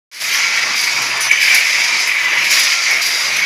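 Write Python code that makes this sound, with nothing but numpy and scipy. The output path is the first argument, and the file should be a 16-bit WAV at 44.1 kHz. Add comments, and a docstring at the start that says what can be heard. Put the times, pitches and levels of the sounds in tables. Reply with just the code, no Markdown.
"""A power loom runs in a bare workshop, heard by a phone whose input opens and fades in.
Roar, frame clatter, hook rattle and heddle fizz are ticks over noise, coloured per part and swelling
with the shed changes; floor rumble lies below. Gears and rubbed rods whine as noisy lines.
Harness crashes are decaying rattle bursts; batten and picker knocks and rod clinks are struck modes
with a hall tail."""
import sys
import numpy as np
from scipy import signal
from scipy.fft import rfft, irfft, next_fast_len
from scipy.io import wavfile
from scipy.ndimage import uniform_filter1d, map_coordinates

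SR = 44100
rng = np.random.default_rng(int(sys.argv[2]) if len(sys.argv) > 2 else 0)


def ratio(d):
    """dB to gain"""
    e = np.asarray(d, float) / 20
    return 10 ** e


def int16_out(signal):
    """Quantize to a 16-bit WAV file."""
    q = np.round(np.clip(np.atleast_2d(signal).T, -1, 1) * 32767)
    wavfile.write(sys.argv[1], SR, q.astype(np.int16))


N = 152145

# Reverberation. Each row: frequency in Hz, t60 in seconds.
HALL_T60_S = [(200, 0.46), (2000, 0.65), (10000, 0.46)]
# Floor rumble. Each row: time in seconds, level in dB.
RUMBLE_LEVEL_DB = [(0.24, -57), (0.75, -40), (0.78, -48), (1.1, -40), (1.29, -46), (1.67, -55), (1.79, -43),
                   (1.84, -63), (1.95, -40), (2.11, -54), (2.38, -43), (2.84, -51.5), (2.89, -42),
                   (3.06, -53), (3.36, -42), (3.43, -47)]
# Spectrum of the floor rumble. Each row: frequency in Hz, density in dB per Hz.
RUMBLE_SPECTRUM_DB = [(18, -55), (30, -25), (92, -13), (119, -2), (205, -3), (241, -0.5), (380, -5),
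                      (490, -14), (840, -120)]
# Steel rod modes. Each row: frequency in Hz, relative level in dB, t60 in seconds.
SHORT_ROD_MODES = [(5970, 7, .3), (6350, -4, .3), (6780, -4, .25), (8409, -11, .3), (8834, -15, .2),
                   (9485, 3, .13), (10100, -2, .25), (10420, -11, .25), (11000, -4, .14), (11990, -6, .13),
                   (12440, -6, .13), (13800, -6, .05), (14200, -16, .3)]
LONG_ROD_MODES = [(4856, 2, .35), (6121, 4, .4), (9600, -10, .15), (10550, -11, .25), (11100, -2, .1),
                  (12260, -6, .16), (13700, -8, .05)]
THIN_ROD_MODES = [(4760, 6, 0.17), (10900, 6, 0.081), (12000, -3, .25), (13400, -12, .08), (14600, -9, .08)]
# Contacts on each rod. Each row: time in seconds, relative level in dB.
SHORT_ROD_HITS = [(1.2055, -25), (1.227, -35), (1.245, -34)]
LONG_ROD_HITS = [(1.0179, -30), (2.07, -37), (2.283, -38), (3.363, -29), (3.39, -35)]
THIN_ROD_HITS = [(.7609, -38), (.81, -29.5), (2.535, -31), (2.59, -31), (3.0627, -32)]
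# Frame modes under a blow. Each row: frequency in Hz, relative level in dB, t60 in seconds.
FRAME_MODES = [(1850, -8, 0.01), (2026, 3.5, 0.03), (2250, -14, 0.057), (2326, 18, 0.021),
               (2440, -2, 0.035), (2850, -5, 0.016)]
# Batten and picker knocks on the frame. Each row: time in seconds, relative level in dB.
FRAME_KNOCKS = [(0.719, -12), (0.8749, -1), (0.964, -7), (1.1438, -10), (1.1677, -4.5), (1.288, -8),
                (1.4301, -2), (1.4728, -1), (1.503, 2), (1.5423, -1), (1.5624, 2.5), (2.0722, -1.5),
                (2.114, -1.5), (2.167, 0.5), (2.3096, -4), (2.5165, -4), (2.5935, 1), (2.7343, -12),
                (3.4141, -3.5)]
# The picker's blow and its rebound. Each row: time in seconds, relative level in dB.
PICKER_BLOWS = [(1.3128, 0), (1.3212, -10)]
# Gear whines and rubbed rods. Each row: start in seconds, end in seconds, pitch in Hz, width in Hz,
# level in dB.
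WHINE_SPANS = [(.1, 2.6, 130, 6.2, -60.5), (.9, 1.35, 123, 3.5, -46), (1.5, 1.9, 123, 9, -55),
               (3.24, 3.5, 125, 10, -48), (1.14, 1.25, 1760, 40, -27), (1.49, 1.6, 1490, 60, -29),
               (3.365, 3.5, 6121, 30, -31), (.29, .75, 1377, 16, -33), (.97, 1.13, 1370, 14, -35),
               (2.54, 3.0, 1377, 22, -35), (.8, 1.16, 952, 16, -39), (1.75, 2.15, 952, 26, -41),
               (2.3, 2.65, 952, 25, -41), (2.9, 3.04, 662, 30, -40), (0.322, 0.79, 2286, 30, -29),
               (1.3, 1.63, 2286, 27, -21.5), (2.07, 2.45, 2000, 56, -21.5), (1.3, 1.56, 3000, 96, -26.5),
               (.77, 1.02, 4800, 300, -29), (1.02, 1.22, 4791, 32, -30), (1.45, 1.64, 4900, 450, -26),
               (2.507, 2.78, 4950, 700, -25), (3.016, 3.33, 4850, 350, -26), (1.09, 1.18, 10520, 50, -42),
               (1.31, 1.414, 6120, 61, -26)]
# Harness crashes. Each row: start in seconds, relative level in dB, t60 in seconds,
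# hooks against heddles in dB.
HARNESS_CRASHES = [(.202, -28.5, 0.31, 5), (.556, -33.5, 0.17, 14), (.761, -38, 0.18, -7),
                   (.835, -24.5, 0.1, 10.5), (1.018, -26, 0.064, -3), (1.172, -25, 0.047, 0),
                   (1.206, -24, 0.084, -1), (1.313, -21, 0.061, 3), (1.415, -32, 0.3, 6),
                   (1.544, -12, 0.066, 0), (2.07, -24, .1, -8), (2.242, -31, 0.077, 9),
                   (2.44, -26, 0.16, 7), (2.506, -19, 0.2, -4), (2.59, -20.5, 0.16, 0),
                   (2.632, -24.5, 0.15, 10), (1.995, -27.5, 0.15, 1), (1.835, -27, 0.075, 12),
                   (.335, -31, 0.31, 0), (2.906, -27.5, 0.14, -3), (3.016, -31, 0.09, 17),
                   (3.062, -19, 0.046, 5), (3.31, -35, .08, -7), (3.363, -24.5, .08, 9)]
# Part levels. Each row: time in seconds, drive roar in dB, then frame clatter, hook rattle and
# heddle fizz in dB before trim.
PART_LEVELS_DB = [(0.24, -35, -22, -22.5, -30.5), (0.35, -31.5, -16, -18, -29.5),
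                  (0.43, -32, -17.5, -20, -36.5), (0.75, -27.5, -17.5, -22, -41),
                  (0.76, -34, -18, -19.5, -31), (0.95, -29, -20.5, -20.5, -36.5),
                  (1.19, -27.5, -19, -24, -40.5), (1.22, -32, -18, -21, -35), (1.27, -24, -18, -19.5, -41),
                  (1.31, -42, -15.5, -31.5, -37), (1.32, -30, -15.5, -24, -35.5),
                  (1.39, -32.5, -19, -25, -36), (1.42, -33.5, -15, -18.5, -27.5),
                  (1.53, -26, -11.5, -16.5, -31), (1.55, -28, -12.5, -15.5, -21.5),
                  (1.63, -31.5, -15.5, -19.5, -32), (2.04, -29.5, -17.5, -18.5, -38.5),
                  (2.1, -31.5, -15.5, -24, -33), (2.15, -30.5, -19.5, -25, -38.5),
                  (2.35, -27.5, -14.5, -25.5, -38.5), (2.5, -31, -17, -19.5, -32),
                  (2.515, -28.5, -14, -13, -24.5), (2.82, -32, -18.5, -20, -37.5),
                  (2.9, -28.5, -16, -18.5, -36), (3.01, -29.5, -18, -23.5, -37),
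                  (3.02, -34.5, -19, -19, -26.5), (3.26, -28, -19, -19.5, -34.5),
                  (3.43, -31, -17, -24, -38.5)]
# Spectra of the parts. Each row: frequency in Hz, relative level in dB.
ROAR_SPECTRUM_DB = [(190, -50), (330, -14.5), (521, -11.5), (671, -7.5), (757, -9.5), (939, -4), (1230, -3),
                    (1500, -1.5), (1950, -53), (3300, -120)]
FRAME_SPECTRUM_DB = [(760, -37), (1300, -26.5), (1370, -34), (1570, -11), (2240, 1.5), (2330, -1),
                     (2690, -7.5), (3300, -13), (4300, -24), (5590, -80), (9460, -120)]
HOOK_SPECTRUM_DB = [(2240, -31), (3800, -5), (4310, -6), (4680, 0), (4890, 0), (6150, -4.5), (7100, -10.5),
                    (7900, -22), (8600, -21.5), (11200, -24.5), (18900, -120)]
HEDDLE_SPECTRUM_DB = [(4590, -10.5), (7800, -0.5), (9040, -10.5), (9740, 1.5), (10800, 3), (11400, -1),
                      (12300, 1), (12600, -3), (14800, -7.5), (15600, -19)]
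# Phone input fade. Each row: time in seconds, gain in dB.
INPUT_GAIN_DB = [(.1145, -24), (.128, -16), (.15, -10.5), (.198, -9), (.216, 0), (.26, 0)]

HALL_DB = -3
SHAFT_HZ = 20.6  # mean motor shaft turns a second
WHINE_RISE_S, WHINE_FALL_S = .008, .06
INPUT_OPENS_S, LOW_CUT_HZ = .1145, 86
CLIP_CEILING, CLIP_KNEE = 1.03, 5  # amplitude; exponent, higher = harder


def unit(x):
    """Scaled to rms 1."""
    return x / np.sqrt(np.mean(x ** 2) + 1e-20)


def along(points, hz):
    """(Hz, value) points interpolated on a log frequency axis."""
    f, v = np.transpose(points)
    return np.interp(np.log(hz + 1), np.log(f + 1), v)


def curves(rows):
    """One value per sample for each column after the time."""
    s, *cols = np.transpose(rows)
    return [np.interp(np.arange(N) / SR, s, c) for c in cols]


def wobble(knots_per_s):
    """A smooth random curve through normal knots."""
    knots = rng.standard_normal(N // 200)
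    return map_coordinates(knots, [np.arange(N) * knots_per_s / SR])


def filtered(x, response):
    """x times a zero-phase response of frequency in Hz."""
    m = next_fast_len(N + SR // 2)
    return irfft(rfft(x, m) * response(np.fft.rfftfreq(m, 1 / SR)), m)[..., :N]


def clatter(spectrum, ticks_per_s, spread_db, ticks_db, patchy_db, ring_db):
    """Random ticks over a noise wash, with patches and narrow ringing peaks, coloured by the part; rms 1."""
    chance, sign, size = rng.random((3, N))
    ticks = (chance < ticks_per_s / SR) * np.sign(sign - .5)
    ticks = ticks * ratio(-spread_db * np.log(size + .002))
    wash = rng.standard_normal(N)
    z = signal.stft(ratio(ticks_db) * unit(ticks) + wash, nperseg=1024)[2]
    patches = uniform_filter1d(rng.standard_normal(z.shape), size=10, axis=0)
    patches = uniform_filter1d(patches, size=5, axis=1)
    # smoothed in time only: one bin wide
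    rings = uniform_filter1d(rng.standard_normal(z.shape), size=14, axis=1)
    z = z * ratio(patchy_db * unit(patches) + ring_db * unit(rings))
    x = signal.istft(z, nperseg=1024)[1][:N]
    return unit(filtered(x, lambda hz: ratio(along(spectrum, hz))))


def struck(times_s, levels_db, modes, attack_s, scatter_db, flutter_hz, rough):
    """Each blow rings the modes anew; loose contact soon makes each mode flutter."""
    hz, db, t60_s = np.transpose(modes)[:, :, None]
    out = np.zeros(N + SR)
    t = np.arange(round(min(t60_s.max(), .5) * SR)) / SR
    onset = 1 - np.exp(-t / attack_s)
    flutter_onset = 1 - np.exp(-t * flutter_hz)

    def flutter(knots):
        rows = [map_coordinates(k, [t * flutter_hz], order=1) for k in knots]
        return np.array(rows) * flutter_onset

    for s, level_db in zip(times_s, levels_db):
        level_draw, pitch_draw = rng.standard_normal((2, len(modes), 1))
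        in_phase, quadrature = [flutter(k) for k in rng.standard_normal((2, len(modes), 200))]
        phase = 2 * np.pi * hz * (1 + 0.0021 * pitch_draw) * t
        decay = ratio(db + scatter_db * level_draw - 60 * t / t60_s)
        ring = decay * ((1 + rough * in_phase) * np.sin(phase) + rough * quadrature * np.cos(phase))
        out[round(s * SR):][:len(t)] += ratio(level_db) * ring.sum(0) * onset
    return out[:N]


def hall(x):
    """A delayed noise tail of unit energy in which each frequency dies at its own speed."""
    hz, t, z = signal.stft(rng.standard_normal(SR), SR, nperseg=256)
    decay = ratio(-60 * t / along(HALL_T60_S, hz)[:, None])
    tail = signal.istft(z * decay, SR, nperseg=256)[1]
    delayed = np.pad(x, (300, 0))  # samples
    return signal.fftconvolve(delayed, tail / np.linalg.norm(tail))[:N]


def floor_rumble():
    """Low noise with sparse ticks, its level drifting."""
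    level_db = curves(RUMBLE_LEVEL_DB)[0] + 1.4 * wobble(8.6)
    return ratio(level_db) * clatter(RUMBLE_SPECTRUM_DB, 100, 1.6, ticks_db=-4.5, patchy_db=1.5, ring_db=1.2)


def clinks():
    """Contacts ring three steel rods, each with its own modes."""
    rods = [(SHORT_ROD_HITS, SHORT_ROD_MODES), (LONG_ROD_HITS, LONG_ROD_MODES),
            (THIN_ROD_HITS, THIN_ROD_MODES)]
    loose = dict(attack_s=.0008, scatter_db=1.5, flutter_hz=90, rough=.45)
    return sum(struck(*np.transpose(hits), modes, **loose) for hits, modes in rods)


def knocks():
    """Dull batten and picker blows ring the frame's short modes."""
    s, db = np.transpose(FRAME_KNOCKS)
    dull = struck(s, db - 16.5, FRAME_MODES, attack_s=0.0023, scatter_db=3.5, flutter_hz=151, rough=0.5)
    s, db = np.transpose(PICKER_BLOWS)
    picker = struck(s, db - 12, FRAME_MODES, attack_s=0.00082, scatter_db=1, flutter_hz=150, rough=0.1)
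    return dull + picker


def crashes():
    """Sudden bursts of hook and heddle rattle that die away exponentially."""
    t = np.arange(N) / SR
    heddle_level, hook_level = np.zeros(N), np.zeros(N)
    for s, db, t60_s, hooks_db in HARNESS_CRASHES:
        u = np.clip(t - s, 0, None)
        shape = ratio(db - 60 * u / t60_s) * (1 - np.exp(-u / .0025))
        heddle_level += shape
        hook_level += ratio(hooks_db) * shape
    heddles = clatter(HEDDLE_SPECTRUM_DB, 1500, 2, ticks_db=-3, patchy_db=2.5, ring_db=1.5)
    hooks = clatter(HOOK_SPECTRUM_DB, 1500, 2, ticks_db=-5, patchy_db=2, ring_db=1.5)
    return heddle_level * heddles + hook_level * hooks


def whine():
    """Gears whine and rubbed rods ring under load: noise lines over tones, purer the narrower the line."""
    t, out = np.arange(N) / SR, np.zeros(N)
    for start_s, end_s, pitch_hz, width_hz, db in WHINE_SPANS:
        skirt = unit(filtered(rng.standard_normal(N),
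                              lambda f: 1 / (1 + ((f - pitch_hz) / width_hz * 2) ** 2)))
        tone = 22 / width_hz * np.sin(2 * np.pi * pitch_hz * t)
        fade = np.clip(np.minimum((t - start_s) / WHINE_RISE_S, (end_s - t) / WHINE_FALL_S), 0, 1)
        out += ratio(db) * fade * unit(skirt + tone)
    return out


def shaft_shake():
    """Each slightly uneven motor shaft turn jolts the parts; dB, before each part's share."""
    turn = (SHAFT_HZ * np.arange(N) / SR + 0.027 * wobble(1.4)) % 1
    return 1.6 * np.exp(-turn / 0.17) + 0.16 * wobble(25.2)


def drive_roar(level_db, shake_db):
    """Drive gears roar: widely spread ticks deep in noise."""
    level_db = level_db + 0.42 * shake_db + 0.42 * wobble(6.57)
    return ratio(level_db) * clatter(ROAR_SPECTRUM_DB, 300, 3.1, ticks_db=-12, patchy_db=1.5, ring_db=1.5)


def frame_clatter(level_db, shake_db):
    """The frame clatters: dense ticks in the mid band, shaken most by the shaft."""
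    level_db = level_db - 0.38 + 1.4 * shake_db + 0.45 * wobble(54)
    return ratio(level_db) * clatter(FRAME_SPECTRUM_DB, 900, 2, ticks_db=-4, patchy_db=.8, ring_db=1.9)


def hook_rattle(level_db, shake_db):
    """Steel hooks rattle: dense ticks in the treble."""
    level_db = level_db - 0.97 + 0.58 * shake_db + 0.37 * wobble(60)
    return ratio(level_db) * clatter(HOOK_SPECTRUM_DB, 900, 2, ticks_db=-5, patchy_db=1.5, ring_db=1.8)


def heddle_fizz(level_db, shake_db):
    """Heddles fizz: dense ticks in the top treble."""
    level_db = level_db - 1.35 + 0.92 * shake_db + 1.1 * wobble(40)
    return ratio(level_db) * clatter(HEDDLE_SPECTRUM_DB, 900, 2, ticks_db=-5, patchy_db=2, ring_db=2)


def loom():
    """Four running parts share the shaft's shake, each with its own grain and flutter."""
    roar_db, frame_db, hooks_db, heddles_db = curves(PART_LEVELS_DB)
    shake_db = shaft_shake()
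    return (drive_roar(roar_db, shake_db) + frame_clatter(frame_db, shake_db)
            + hook_rattle(hooks_db, shake_db) + heddle_fizz(heddles_db, shake_db))


def scene():
    """Clinks and knocks get a hall tail; rumble, whine, running parts and crashes stay dry."""
    blows = clinks() + knocks()
    dry_parts = floor_rumble() + whine() + crashes() + loom()
    return (dry_parts + blows + ratio(HALL_DB) * hall(blows))[None]


def roll_off(x):
    """The treble ends steeply here."""
    return signal.sosfilt(signal.butter(12, 15710, fs=SR, output="sos"), x)


def record(dry):
    """The phone input fades in, peaks clip softly, the bass is cut, and all is silent until the input opens."""
    gain_db, = curves(INPUT_GAIN_DB)
    x = dry * ratio(gain_db)
    x = x / (1 + np.abs(x / CLIP_CEILING) ** CLIP_KNEE) ** (1 / CLIP_KNEE)
    x = filtered(x, lambda hz: 1 / (1 + (LOW_CUT_HZ / (hz + 1)) ** 2))
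    is_open = np.arange(N) >= INPUT_OPENS_S * SR
    return roll_off(x * is_open)


dry = scene()
out = record(dry)
int16_out(out)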